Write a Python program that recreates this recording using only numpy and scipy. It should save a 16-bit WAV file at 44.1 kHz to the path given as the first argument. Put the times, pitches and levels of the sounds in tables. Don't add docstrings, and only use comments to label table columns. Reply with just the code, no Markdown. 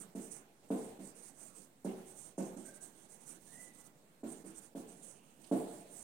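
import sys
import numpy as np
from scipy import signal
from scipy.io import wavfile

SR = 44100
rng = np.random.default_rng(int(sys.argv[2]) if len(sys.argv) > 2 else 0)


def generate_wav(signal):
    frames = np.transpose(np.atleast_2d(signal))
    scaled = np.clip(frames, -1, 1) * 32767
    pcm = np.round(scaled).astype(np.int16)
    wavfile.write(sys.argv[1], SR, pcm)


def field_ratio(decibels):
    return 10 ** (np.asarray(decibels, dtype=float) / 20)


N = 266231
TIME = np.arange(N) / SR
LEAD = SR // 2


def at_hz(hz, points, column=1):
    table = np.array(points)
    return np.interp(np.log(hz), np.log(table[:, 0]), table[:, column])


def rms_one(x):
    return x / np.sqrt(np.mean(x ** 2) + 1e-20)


def resonance(x, hz, width_hz):
    r = np.exp(-np.pi * width_hz / SR)
    zeros = np.array([1, 0, -1]) * (1 - r * r) / 2
    return signal.lfilter(zeros, [1, -2 * r * np.cos(2 * np.pi * hz / SR), r * r], x)


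def smooth(x, hz):
    r = np.exp(-2 * np.pi * hz / SR)
    return signal.lfilter([1 - r], [1, -r], x)


def waver(hz):
    step = max(1, int(SR / 100 / hz))
    coarse = rng.standard_normal(N)[::step]
    coarse = rms_one(smooth(smooth(coarse, hz * step), hz * step))
    return np.interp(np.arange(N) / step, np.arange(len(coarse)), coarse)


# (frequency [Hz], left-right likeness [0 to 1])
LIKENESS = [(40, 0.7), (80, 0.87), (140, 0.73), (220, 1), (330, 0.78), (500, 0.58), (750, 0.26),
            (1100, 0.0)]


def noise_bands(size):
    edges = 22 * 2 ** (np.arange(30) / 3)
    white = rng.standard_normal((2, 2, size)) * np.sqrt(SR / 4)
    for k, (low, high) in enumerate(zip(edges, edges[1:])):
        band_pass = signal.butter(2, [low, high], "band", fs=SR, output="sos")
        mid, side = signal.sosfilt(band_pass, white[k % 2])
        hz = np.sqrt(low * high)
        alike = np.clip(at_hz(hz, LIKENESS), -1, 1)
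        yield hz, np.sqrt(1 + alike) * mid + np.sqrt(1 - alike) * side * [[1], [-1]]


# (frequency [Hz], left level [dB per Hz], right level [dB per Hz])
TONE = [(30, -108, -107), (60, -105, -104), (98.6, -110, -109), (141, -95, -93), (217, -94, -93),
        (410, -99.5, -97.5), (678, -101, -100), (1045, -109, -107), (1960, -112, -110), (3960, -118, -114),
        (6500, -122, -115), (7850, -124, -109), (10150, -124, -116), (16400, -124, -116)]


def room_tone(patchy_db):
    out = 0
    for hz, band in noise_bands(size=N):
        left_right_db = [[at_hz(hz, TONE, column=1)], [at_hz(hz, TONE, column=2)]]
        out = out + band * field_ratio(patchy_db * waver(8)) * field_ratio(left_right_db)
    return out


def suppressor(near, shut_db, slope, depth_db, attack_hz, release_db_s):
    level_db = 10 * np.log10(smooth(near ** 2, 38) + 1e-12)
    open_db = np.clip(slope * (level_db - shut_db), 0, depth_db)
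    sunk_db = release_db_s * TIME
    held_db = np.maximum.accumulate(open_db + sunk_db, axis=1) - sunk_db
    return field_ratio(smooth(held_db, attack_hz))


# (frequency [Hz], time to fall 60 dB [s])
ROOM_T60 = [(100, 0.44), (260, 0.49), (700, 0.94), (1800, 0.58), (5000, 1)]


def classroom(x, build_s, early, early_s):
    age = np.arange(SR) / SR
    echo = 0
    for hz, band in noise_bands(size=SR):
        dying = band * field_ratio(-60 * age / at_hz(hz, ROOM_T60))
        echo = echo + np.sqrt(hz) * rms_one(dying)
    echo = echo * (1 - np.exp(-age / build_s)) * (1 + early * np.exp(-age / early_s))
    echo = echo / np.sqrt(np.sum(echo ** 2) / 2)
    return signal.fftconvolve(np.atleast_2d(x), echo, axes=1)[:, :x.shape[-1]]


# (time [s], level [dB], start [Hz], end [Hz], length [s])
SQUEAKS = [(2.65, -51, 1572, 1568, 0.15), (2.72, -64, 1590, 1590, 0.61), (3.47, -59, 1680, 1960, .08),
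           (3.521, -51, 1896, 1890, 0.11), (3.52, -53.5, 1987, 1998, 0.45)]
# (time [s], level [dB], frequency [Hz], length [s], width [Hz])
SCUFFS = [(0.0, -54, 1340, 0.11, 295), (1.885, -57, 2740, 0.12, 300), (5.129, -63.5, 2750, 0.52, 350),
          (5.437, -53.5, 3035, 0.037, 900), (5.44, -54.5, 4700, 0.037, 900)]


def squeaks(rise, steady):
    clear = [(*row, 42) for row in SQUEAKS]
    blurred = [(s, level_db, hz, hz, length, width_hz) for s, level_db, hz, length, width_hz in SCUFFS]
    out = np.zeros(N)
    for s, level_db, start_hz, end_hz, length, width_hz in clear + blurred:
        u = np.clip((TIME - s) / length, 0, 1)
        turns = np.cumsum(start_hz + (end_hz - start_hz) * u) / SR
        shape = (1 - np.exp(-u / rise)) * (1 - u) ** 2.13
        slips = steady * np.exp(-width_hz / 50) + waver(width_hz) / 2
        out += field_ratio(level_db) * shape * slips * np.sin(2 * np.pi * turns)
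    return out


# (fastest
# moment [s], hiss level [dB], speeding up [s], slowing down [s])
STROKES = [(0.004, -53, 0.034, 0.093), (0.157, -62.0, 0.018, 0.148), (0.223, -54.5, 0.046, 0.16),
           (0.323, -52.5, 0.036, 0.16), (0.712, -65, 0.055, 0.12), (0.779, -58.5, 0.11, 0.22),
           (0.828, -65, 0.06, 0.27), (1.064, -60, 0.12, 0.068), (1.074, -59.5, 0.008, 0.101),
           (1.168, -61.0, 0.042, 0.166), (1.272, -57.5, 0.155, 0.097), (1.431, -58.5, 0.17, 0.19),
           (1.573, -59.5, 0.071, 0.17), (1.846, -52, 0.005, 0.031), (1.847, -65, 0.009, 0.184),
           (1.981, -69.0, 0.048, 0.13), (2.094, -58.5, 0.074, 0.13), (2.181, -55, 0.054, 0.092),
           (2.246, -58.5, 0.102, 0.14), (2.381, -52, 0.01, 0.075), (2.439, -59.0, 0.079, 0.16),
           (2.572, -62.5, 0.025, 0.171), (2.67, -56.5, 0.052, 0.11), (2.755, -56.0, 0.042, 0.058),
                (2.831, -54.5, 0.052, 0.13), (3.048, -64.5, 0.3, 0.054), (3.129, -58.5, 0.082, 0.1),
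                (3.215, -63.5, 0.052, 0.12), (3.289, -54.5, 0.066, 0.167), (3.567, -58, 0.3, 0.061),
                (3.606, -55, 0.038, 0.18), (3.756, -64.0, 0.047, 0.024), (3.807, -62, 0.088, 0.049),
                (3.871, -59.5, 0.066, 0.021), (4.308, -58.5, 0.091, 0.23), (4.476, -60.5, 0.051, 0.098),
                (4.576, -56.0, 0.065, 0.061), (4.64, -60, 0.077, 0.09), (4.782, -60.5, 0.05, 0.1),
                (4.897, -62, 0.053, 0.134), (4.99, -65, 0.087, 0.067), (5.04, -55.5, 0.036, 0.13),
                (5.091, -59.0, 0.022, 0.17), (5.3, -76, 0.3, 0.33), (5.446, -67, 0.077, 0.042),
                (5.466, -66, 0.009, 0.05), (5.566, -57.5, 0.16, 0.198), (5.716, -60, 0.27, 0.24),
                (6.026, -53, 0.26, 0.18)]
# (time [s], hiss level [dB], speeding up [s], slowing down [s])
SKIDS = [(2.829, -51.5, .008, .03), (5.027, -63, .006, .03), (5.417, -64.5, .005, .014),
         (5.471, -62, .007, 0.014), (5.52, -67, .012, .06)]
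# (time [s], dullness [dB])
LEAN = [(0, -2), (.35, 3.5), (.8, -3), (1.2, 1.5), (2.15, 0), (2.4, 6), (2.6, 3), (2.8, -1), (3.1, 0.5),
        (3.9, 1), (4.3, -1.5), (4.9, 2), (5.04, -2), (5.15, 2), (5.45, 1.5), (5.56, -10), (5.75, -1),
        (6.04, -1.5)]
# (frequency [Hz], width [Hz], level [dB])
PORT = [(7050, 630, -12), (7585, 300, -6), (7810, 230, -4.5), (8440, 380, -1.5), (8860, 190, 1),
        (9220, 290, -3.5), (9850, 360, -8), (10390, 580, -11.5), (13300, 8600, -25.5)]


def strokes(per_s, size_db, flutter_db, shift_db, rest_db):
    hiss_per_speed = 4.2
    power = np.full(N, field_ratio(2 * rest_db))
    for s, level_db, up_s, down_s in STROKES + SKIDS:
        span = slice(max(0, int((s - up_s) * SR)), int((s + down_s) * SR))
        late = TIME[span] - s
        phase = np.clip(np.where(late < 0, -late / up_s, late / down_s), 0, 1)
        speed = np.abs(np.cos(np.pi / 2 * phase))
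        power[span] += (field_ratio(level_db) * speed ** hiss_per_speed) ** 2
    hiss_db = 10 * np.log10(power)

    lean_db = np.interp(TIME, *np.transpose(LEAN))
    dull_db = -3 + lean_db - 0.21 * np.maximum(hiss_db + 64.5, -6)
    hiss_db = hiss_db + flutter_db * waver(43)

    sizes = field_ratio(size_db * np.minimum(rng.exponential(1, (2, N)), 4))
    clicks = sizes * rng.choice([-1, 1], (2, N))
    bright, dull = clicks * (rng.random((2, N)) < per_s / SR)

    port = np.zeros(N)
    for k, (hz, width_hz, db) in enumerate(PORT):
        weight = field_ratio(db + shift_db * waver(10.7))
        port += (-1) ** k * weight * resonance(bright, hz, width_hz)
    port = signal.sosfilt(signal.butter(4, 5800, "high", fs=SR, output="sos"), port)

    felt_hz, felt_width_hz = 6340, 990
    felt = resonance(dull, felt_hz, felt_width_hz)
    felt = resonance(felt, felt_hz, 2.0 * felt_width_hz)
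    return field_ratio(hiss_db) * (rms_one(port) + field_ratio(dull_db - 7.0) * rms_one(felt))


# (time [s], peak level [dB], brightness [dB], left-right [dB])
KNOCKS = [(0.150, -36.5, -3, -2.5), (0.63, -67, 9.5, -5), (0.704, -28.5, 6, 0), (0.988, -40.5, -23, -3),
          (1.847, -32.5, 3.5, -2.5), (2.38, -31.5, 5, -2), (2.564, -43, -9, -5), (4.019, -79, -18, 5),
          (4.232, -36.5, 0.5, -3), (4.44, -49, -4, -3.5), (4.750, -36.5, -0.5, -2.5), (4.993, -63, 0, -5),
          (5.39, -69.5, 15.5, -13), (5.513, -23, -0.5, -2)]
# (time [s], peak level [dB], brightness [dB], left-right [dB])
EARLIER_KNOCK = (-0.04, -50.5, 1, -6)
# (frequency [Hz], level [dB], time to fall 60 dB [s])
BOARD = [(194.7, -15.5, 0.25), (226, -2, 0.067), (284.5, 1, 0.043), (328.8, -3, 0.15), (377.5, -9, 0.16),
         (447, 0, 0.049), (513, -22, 0.092), (550.5, -14.5, 0.089), (631, 0.5, 0.019), (671, -23, 0.063),
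         (767, -6.5, 0.031), (900, -37, 0.061), (806, -13, 0.017), (1010, -18, 0.025), (1450, -17, 0.019),
         (2050, -37, .015), (3000, -41, 0.012)]


def knocks(contact_hz, panel_low_hz, crack_db, crack_hz, spread_db):
    s, peak_db, bright_db, pan_db = np.transpose([EARLIER_KNOCK, *KNOCKS])
    at = np.round(s * SR).astype(int) + LEAD
    spot_db = spread_db * rng.standard_normal((len(at), len(BOARD)))
    settle = at + np.round(SR * rng.uniform(0.002895, 0.00793, len(at))).astype(int)
    settle_db = rng.normal(-10.0, 8.65, (len(at), len(BOARD)))

    ring, push = np.zeros(N + LEAD), np.zeros(N + LEAD)
    for k, (hz, mode_db, t60) in enumerate(BOARD):
        tilt_db = bright_db * np.clip(np.log2(hz / 300), 0, 1)
        push[at] = field_ratio(peak_db + mode_db + spot_db[:, k] + tilt_db)
        push[settle] = push[at] * field_ratio(settle_db[:, k])
        r, w = field_ratio(-60 / (t60 * SR)), 2 * np.pi * hz / SR
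        ring += signal.lfilter([0, -np.sin(w)], [1, -2 * r * np.cos(w), r * r], push + 1e-18)
    ring = smooth(smooth(ring, contact_hz), contact_hz)

    push[settle] = 0
    push[at] = field_ratio(peak_db + bright_db + crack_db)
    rattle = smooth(smooth(push, 28), 13) * rng.standard_normal(N + LEAD)
    crack = resonance(rattle, crack_hz, 0.6 * crack_hz)

    side = np.zeros(N + LEAD)
    side[at] = np.diff(pan_db, prepend=0)
    thin = signal.butter(8, panel_low_hz, "high", fs=SR, output="sos")
    return signal.sosfilt(thin, ring + crack), np.cumsum(side)


def duck(depth_db, ahead_s, back_s):
    dip = np.zeros(N)
    for s, peak_db, *_ in KNOCKS:
        strength = np.clip((peak_db + 58) / 9, 0, 1)
        closing = np.clip(2 * (1 - (s - TIME) / ahead_s), 0, 1)
        dip += strength * closing * np.exp(np.minimum(s - TIME, 0) / back_s)
    return field_ratio(-depth_db * dip)


def scene():
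    board, pan_db = knocks(contact_hz=954, panel_low_hz=179, crack_db=38.0, crack_hz=1500, spread_db=1.5)
    tip = np.pad(squeaks(rise=0.036, steady=0.66), (LEAD, 0))
    wet = classroom(field_ratio(-3.0) * board + field_ratio(-5.0) * tip, build_s=0.0068, early=0.55, early_s=0.024)
    far_wall = np.pad(smooth(board, 500), (int(0.087 * SR), 0))[:len(board)]
    wet = wet + field_ratio(-12.5) * far_wall

    direct = field_ratio(-4.0) * smooth(board, 690) + field_ratio(-2.5) * tip
    near = (direct + wet) * field_ratio(np.outer([0.5, -0.5], pan_db))
    hiss = strokes(per_s=9900, size_db=-5.0, flutter_db=1.0, shift_db=2.5, rest_db=-82.5)
    near = near[:, LEAD:] + hiss * field_ratio([[-33.0], [6.0]])

    gain = suppressor(near, shut_db=-77.5, slope=0.33, depth_db=28.5, attack_hz=47, release_db_s=183)
    return near + room_tone(patchy_db=2.0) * gain


def low_pass(x):
    return signal.sosfilt(signal.butter(12, 16410, fs=SR, output="sos"), x)


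def record(dry):
    ducked = dry * duck(depth_db=5.5, ahead_s=0.0095, back_s=0.0026)
    top_cut = signal.cheby2(20, 50, 16400, fs=SR, output="sos")
    mix = signal.sosfilt(top_cut, ducked) + 0.00025
    return low_pass(mix)


dry = scene()
out = record(dry)
generate_wav(out)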